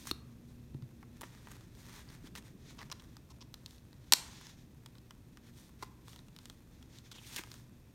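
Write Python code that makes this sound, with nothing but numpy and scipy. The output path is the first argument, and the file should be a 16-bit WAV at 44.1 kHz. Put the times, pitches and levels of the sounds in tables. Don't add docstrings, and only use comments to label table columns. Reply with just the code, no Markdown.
import sys
import numpy as np
from scipy import signal
from scipy.fft import rfft, irfft, next_fast_len
from scipy.io import wavfile
from scipy.ndimage import uniform_filter1d, minimum_filter1d, map_coordinates

SR = 44100
rng = np.random.default_rng(int(sys.argv[2]) if len(sys.argv) > 2 else 0)


def wav_out(sig):
    wavfile.write(sys.argv[1], SR, np.round(np.clip(np.atleast_2d(sig).T, -1, 1) * 32767).astype(np.int16))


N = 350154
AGE = np.arange(SR // 5) / SR

# frequency in Hz, relative level in dB.
EDGE_SPECTRUM = [(700, -29), (1800, -14), (2800, 0.5), (4000, 0), (6200, -1), (8700, 1.5), (10700, -2),
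                 (12500, -1), (16000, -6.5)]
# frequency in Hz, relative level in dB.
KNOCK_SPECTRUM = [(120, -13.5), (400, -2.5), (680, -6.5), (930, 2), (1350, -0.5), (1600, -3), (2000, -3.5),
                  (3000, -15.5), (6000, -39)]


def amp(db):
    return 10 ** (np.asarray(db) / 20)


def level(times, db):
    return amp(np.interp(np.arange(N) / SR, times, db))


def unit(x):
    return x / np.sqrt(np.mean(x ** 2) + 1e-20)


def burst(x, seconds):
    return x * np.sqrt(seconds * SR / (np.sum(x ** 2) + 1e-20))


def along(points, hz):
    point_hz, values = np.transpose(points)
    return np.interp(np.log(hz + 1), np.log(point_hz + 1), values)


def wobble(rate):
    knots = rng.standard_normal(int(N * rate / SR) + 4)
    return map_coordinates(knots, [np.arange(N) * rate / SR])


def colour(x, spectrum, ring_hz=1000, ring_db=0, top_db=0):
    size = 2 * next_fast_len(len(x) // 2 + 2048)
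    hz = np.fft.rfftfreq(size, 1 / SR)
    resonance = ring_db / (1 + (np.log2((hz + 1) / ring_hz) / 0.21) ** 2)
    shelf = top_db * along([(5500, 0), (9500, 1)], hz)
    cepstrum = irfft(np.log(amp(along(spectrum, hz) + resonance + shelf)))
    cepstrum[1:size // 2] *= 2
    cepstrum[size // 2 + 1:] = 0
    return irfft(rfft(x, size) * np.exp(rfft(cepstrum)))[:len(x)]


def add(track, start, sound):
    part = track[max(round(start * SR), 0):][:len(sound)]
    part += sound[:len(part)]


def dying(t60):
    return rng.standard_normal(len(AGE)) * amp(-60 * AGE / t60)


def blow(t60, after_db):
    return burst(1. * (AGE == 0), 0.98) + amp(after_db) * burst(dying(t60), 0.95)


def slips(rate, spread_db, size):
    impulses = (rng.random(size) < rate / SR) * rng.standard_normal(size)
    return unit(impulses * amp(spread_db * np.minimum(rng.exponential(size=size), 4)))


def background():
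    # frequency in Hz, relative level in dB.
    rumble_spectrum = [(20, -18), (36, 0), (48, -5.5), (66, 3), (85, -3.5), (125, 1.5), (190, -4.5),
                       (240, -5.5), (330, -10), (480, -19.5), (750, -30.5), (1500, -60)]
    air_spectrum = [(290, -29.5), (500, 0.5), (658, -2), (1060, -5), (2180, -18.5), (2560, -5.5),
                    (2910, -17), (4240, -14), (4900, -18.5), (6540, -16.5), (10400, -18), (14500, -13),
                    (15800, -25)]
    # time in seconds, level in dB.
    rumble_levels = [(0, -55.5), (1.3, -56), (2.1, -55), (2.8, -54), (3.299, -57), (7.9, -58)]
    rumble = level(*np.transpose(rumble_levels)) * unit(colour(rng.standard_normal(N), rumble_spectrum))
    hum_hz = 119
    phase = 2 * np.pi * hum_hz * np.arange(N) / SR + 1.242 * wobble(6.5)
    hum = amp(-63.5 + 2.2 * wobble(4)) * np.sin(phase)
    octave = level(times=[1.05, 1.4], db=[-59, -68]) * np.sin(2 * phase)
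    air = amp(-74) * unit(colour(rng.standard_normal(N), air_spectrum))
    return rumble + hum + octave + air


def room(x):
    # frequency in Hz, t60 in seconds.
    decay_times = [(200, .45), (1000, .66), (2200, .5), (4000, 0.27), (8000, 0.42), (15000, 0.23)]
    hz, t, noise = signal.stft(rng.standard_normal(SR), SR, nperseg=256)
    tail = signal.istft(noise * amp(-60 * t / along(decay_times, hz)[:, None]), SR)[1]
    tail *= 1 - np.exp(-np.arange(len(tail)) / SR / 0.0092)
    return signal.fftconvolve(x, tail / np.linalg.norm(tail))[:N]


def strokes():
    surfaces = {"card": (-6.5, -3.5), "leather": (0, -5), "skin": (-6.5, -13)}
    # fastest moment, rise and fall in seconds, hiss level in dB, surface.
    moves = [(.03, 0.05, .04, -59.5, "card"), (.09, 0.032, 0.022, -49.5, "card"),
             (.5, .07, 0.094, -75.5, "card"), (1.16, 0.026, 0.037, -69, "leather"),
             (1.25, 0.034, .04, -62, "leather"), (1.35, 0.095, 0.059, -69, "leather"),
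             (1.51, 0.16, 0.18, -67, "leather"), (1.8, 0.051, 0.047, -64.5, "card"),
             (1.97, 0.16, 0.071, -60, "leather"), (2.14, 0.086, 0.062, -64.5, "leather"),
             (2.27, .03, 0.017, -61.5, "leather"), (2.38, 0.019, 0.015, -55, "leather"),
             (2.46, 0.024, 0.051, -66, "leather"), (2.71, 0.09, 0.026, -61, "skin"),
             (2.82, 0.092, 0.089, -69, "leather"), (3.02, 0.091, 0.19, -73, "leather"),
             (3.73, 0.088, .06, -68, "card"), (4.33, 0.21, .12, -59, "skin"),
             (4.48, .1, 0.062, -58.5, "skin"), (4.59, 0.017, 0.048, -67, "skin"),
             (5.48, 0.048, 0.02, -68, "leather"), (5.59, 0.057, 0.11, -65, "card"),
             (5.83, 0.037, .05, -66, "leather"), (6.1, 0.041, 0.087, -63, "card"),
             (6.46, 0.13, 0.13, -71.5, "card"), (6.82, 0.11, .04, -72, "skin"),
             (6.97, 0.064, 0.037, -62.5, "skin"), (7.065, 0.026, 0.027, -63.5, "skin"),
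             (7.165, .035, 0.027, -59.5, "skin"), (7.34, 0.13, 0.054, -55, "card"),
             (7.38, 0.039, 0.035, -49, "card"), (7.55, .13, 0.072, -63.5, "card")]
    drop_db, roundness = 10, 1.7
    grip_db = -77
    t = np.arange(N) / SR
    power = np.zeros((3, N)) + amp(grip_db + np.array([0, *surfaces["leather"]]))[:, None] ** 2
    for peak, rise, fall, db, surface in moves:
        near = slice(*np.searchsorted(t, [peak - 3 * rise, peak + 3 * fall]))
        away = np.maximum((peak - t[near]) / rise, (t[near] - peak) / fall)
        swell = amp(db - drop_db * away ** roundness)
        power[:, near] += np.outer(amp([0, *surfaces[surface]]), swell) ** 2
    return np.sqrt(power)


def rubbing():
    # frequency in Hz, relative level in dB.
    hiss_spectrum = [(900, -27), (2200, -5), (2900, -5.5), (3500, 1), (4900, -3.5), (5700, -1.5),
                     (6800, -3), (8000, -12.5), (10500, -17.5), (15500, -26.5)]
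    sheen_spectrum = [(2000, -22), (5000, -6.5), (7000, -2), (9000, 2.5), (10600, -7), (12500, -1.5),
                      (15000, -6.5), (16000, -12)]
    body_spectrum = [(150, -7.5), (400, -0.5), (680, -8.5), (950, 1), (1250, -2), (1800, 3), (2500, -2.5),
                     (3300, -9), (6000, -43.5)]
    hiss, body, sheen = strokes()
    stiffness = np.minimum(sheen / hiss, 1)
    catches = stiffness * slips(rate=830, spread_db=3, size=N)
    pressure = unit(amp(1.2 * wobble(70)))
    out = np.zeros(N)
    for gain, spectrum in (hiss, hiss_spectrum), (sheen, sheen_spectrum), (body, body_spectrum):
        friction = pressure * (rng.standard_normal(N) + catches) / np.sqrt(1 + stiffness ** 2)
        out += gain * unit(colour(friction, spectrum))
    return out


def crackle():
    hiss, body, _ = strokes()
    releases = slips(rate=45, spread_db=1.5, size=N) * np.sqrt(hiss * body)
    return amp(-8.5) * colour(releases, EDGE_SPECTRUM) + amp(5) * colour(releases, KNOCK_SPECTRUM)


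def thuds():
    # start in seconds, relative level in dB, pitch in Hz, t60 in seconds.
    bumps = [(0.114, -24.5, 296, 0.017), (0.109, -48.5, 68, 0.73), (.746, -34.5, 131, 0.1),
             (0.748, -36.5, 304, 0.021), (0.824, -36, 124.5, 0.12), (2.242, -35.5, 265, 0.021),
             (4.128, -40.5, 200, 0.041), (5.828, -41, 397, 0.035), (7.391, -44, 336, 0.058)]
    out = np.zeros(N)
    for start, db, hz, t60 in bumps:
        envelope = amp(db + 3.5 - 60 * AGE / t60) * (1 - np.exp(-AGE * hz * 2.1))
        add(out, start, envelope * np.sin(2 * np.pi * hz * AGE))
    return out


def pull():
    # time in seconds, ring in Hz, level in dB.
    glide = [(7.09, 3500, -88), (7.16, 3300, -62), (7.27, 2505, -68.5), (7.39, 2184, -46),
             (7.44, 1725, -72)]
    times, ring_hz, db = np.transpose(glide)
    t = np.arange(N) / SR
    phase = 2 * np.pi * np.cumsum(np.interp(t, times, ring_hz)) / SR
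    noisy_ring = wobble(1300) * np.cos(phase) + wobble(1300) * np.sin(phase)
    catches = amp(6 * wobble(60))
    sliding = (t > times[0]) * (t < times[-1])
    return sliding * level(times, db) * unit(noisy_ring * catches)


def ticks():
    # start in seconds, edge level in dB, edge ring in Hz, knock level in dB.
    picks = [(0.7449, -63.5, 3500, -64), (0.8235, -62, 4200, -63), (1.0285, -63.5, 2700, -53.5),
             (1.233, -62, 3700, -44), (1.2383, -54, 2700, -50), (1.35, -61, 2700, -59.5),
             (1.4718, -57.5, 2700, -51), (1.609, -63, 2700, -67), (2.2722, -54.5, 3500, -68),
             (2.3533, -45, 2640, -52), (2.425, -61.5, 2700, -69), (2.9006, -53, 2700, -54.5),
             (2.925, -42.5, 3900, -49), (3.1682, -52.5, 4900, -57.5), (3.5416, -44, 4700, -56.5),
             (3.6612, -43, 4100, -65), (3.7085, -56, 3750, -77), (3.782, -61, 4300, -82),
             (3.93, -59, 4300, -64.5), (4.4687, -50, 5420, -60), (4.861, -49.5, 3230, -57),
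             (4.954, -61.5, 3700, -65), (4.9831, -58.5, 4300, -72), (5.1082, -51.5, 3100, -54),
             (5.3724, -55.5, 2696, -56.5), (6.082, -54, 3470, -55), (6.1319, -56, 3440, -60),
             (6.1612, -53, 3650, -59.5), (6.191, -54, 3600, -63), (6.284, -60.5, 2700, -66),
             (6.364, -51.5, 3500, -63), (6.3882, -51, 3620, -61), (6.4559, -48.5, 3500, -59.5),
             (6.499, -46.5, 3450, -55.5), (6.827, -56, 3350, -66), (6.9863, -52, 3450, -73),
             (7.4368, -48.5, 2700, -52.5), (7.5164, -47, 4200, -58), (7.5411, -51, 6340, -57)]
    stack_hz, nail_top_db = 1327, -10
    out = np.zeros(N)
    for start, edge_db, edge_hz, knock_db in picks:
        edge = colour(blow(t60=0.013, after_db=-0.5), EDGE_SPECTRUM, edge_hz,
                      ring_db=8.5, top_db=nail_top_db)
        knock = colour(blow(t60=0.038, after_db=-0.5), KNOCK_SPECTRUM, stack_hz, ring_db=1)
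        add(out, start, amp(edge_db) * burst(edge, 0.0033))
        add(out, start + 0.00025, amp(knock_db) * burst(knock, 0.0055))
    return out


def scuffs():
    # start and length in seconds, relative edge level in dB, edge ring in Hz,
    # knock level in dB, knock ring in Hz, the edge's top-octave shelf in dB.
    drags = [(0.069, 0.007, -44, 6800, -48, 1420, -3), (1.21, 0.0021, -44.5, 4550, -48.5, 1100, 0),
             (1.216, 0.0021, -44, 3550, -43, 910, 7), (1.507, 0.016, -56.5, 6600, -58.5, 1610, -1),
             (2.088, 0.0016, -52, 4350, -59, 1950, -24), (2.357, 0.0059, -49.5, 4500, -50, 2000, -3),
             (2.373, 0.013, -55, 3500, -63, 1100, -4), (2.782, 0.028, -55, 2700, -55.5, 1080, -21),
             (2.811, 0.02, -58, 4550, -51.5, 1870, -13), (2.914, 0.0071, -41.5, 5800, -48, 1110, -17),
             (2.997, 0.0059, -55.5, 3350, -63, 1700, -17), (3.302, .019, -61.5, 5900, -63.5, 950, -11),
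             (3.407, .019, -55, 5740, -61.5, 950, -22), (5.825, .01, -48, 4630, -41.5, 1000, -7.5),
             (7.114, 0.015, -51, 3460, -59.5, 1490, -9), (7.362, 0.0062, -37, 4900, -49, 1600, -4),
             (7.383, 0.011, -60, 2750, -50, 1770, 6)]
    out = np.zeros(N)
    for start, length, edge_db, edge_hz, knock_db, knock_hz, top_db in drags:
        grip = (1 - np.exp(-AGE / 0.00018)) * amp(-60 * np.maximum(AGE - length, 0) / 0.012)
        run = grip * slips(rate=5000, spread_db=4, size=len(AGE))
        edge = colour(run, EDGE_SPECTRUM, edge_hz, ring_db=6, top_db=top_db)
        knock = colour(run, KNOCK_SPECTRUM, knock_hz, ring_db=9)
        add(out, start, amp(edge_db - 0.5) * burst(edge, length))
        add(out, start, amp(knock_db) * burst(knock, length))
    return out


def flick():
    # frequency in Hz, relative level in dB, t60 in seconds.
    modes = [(1210, -8.5, 0.011), (2760, -8, 0.007), (3750, -6, 0.014), (4300, -3.5, 0.014),
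             (5500, -15, 0.0082), (9740, -12, .006)]
    ring = sum((-1) ** k * amp(db - 60 * AGE / t60) * np.sin(2 * np.pi * hz * AGE)
               for k, (hz, db, t60) in enumerate(modes))
    ring *= 1 - np.exp(-AGE / 0.00023)
    scratch = burst(colour(dying(t60=0.016), EDGE_SPECTRUM), 0.0023)
    out = np.zeros(N)
    add(out, start=0.1123, sound=amp(-18.5) * ring + amp(-37.5) * scratch)
    return out


def snaps():
    # start in seconds, crack level in dB, crack ring in Hz,
    # top-octave shelf in dB, knock level in dB, rattle level in dB.
    hits = [(4.123, -16.5, 3900, 0.5, -27.5, -23), (4.1355, -13, 4400, -3, -31, -28)]
    # frequency in Hz, relative level in dB.
    crack_spectrum = [(500, -33.5), (1500, -15.5), (2500, -6), (3400, -5.5), (4300, 0.5), (4950, -7.5),
                      (5500, -0.5), (6700, -6), (8600, -4.5), (9600, -7), (10700, -15.5), (11600, -8),
                      (15000, -15), (16500, -27)]
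    poles = signal.iirnotch(4300, 1.1, fs=SR)[1]
    out = np.zeros(N)
    for start, crack_db, crack_hz, top_db, knock_db, rattle_db in hits:
        slap = blow(t60=0.0017, after_db=-14.5)
        crack = colour(slap, crack_spectrum, crack_hz, ring_db=4.5, top_db=top_db)
        crack = signal.lfilter(poles[::-1], poles, crack)
        knock = colour(blow(t60=0.019, after_db=-1.5), KNOCK_SPECTRUM, ring_hz=950, ring_db=5.5)
        rattle = colour(dying(t60=0.021), crack_spectrum)
        add(out, start, amp(crack_db) * burst(crack, 0.0027))
        add(out, start + 0.0012, amp(knock_db) * burst(knock, 0.0044))
        add(out, start + 0.00035, amp(rattle_db) * burst(rattle, 0.0056))
    return out


def scene():
    hands = rubbing() + crackle() + pull() + ticks() + scuffs() + snaps() + flick() + thuds()
    return (hands + amp(-18) * room(hands) + background())[None]


def record(dry):
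    ceiling, cutoff_hz = 0.93, 16300
    needed = np.minimum(1, ceiling / (abs(dry) + 1e-9))
    gain = uniform_filter1d(minimum_filter1d(needed, size=89), size=89)
    size = next_fast_len(N + SR // 2)
    hz = np.fft.rfftfreq(size, 1 / SR)
    low_pass = 1 / (1 + (hz / cutoff_hz) ** 120)
    return irfft(rfft(dry * gain, size) * low_pass, size)[..., :N]


dry = scene()
out = record(dry)
wav_out(out)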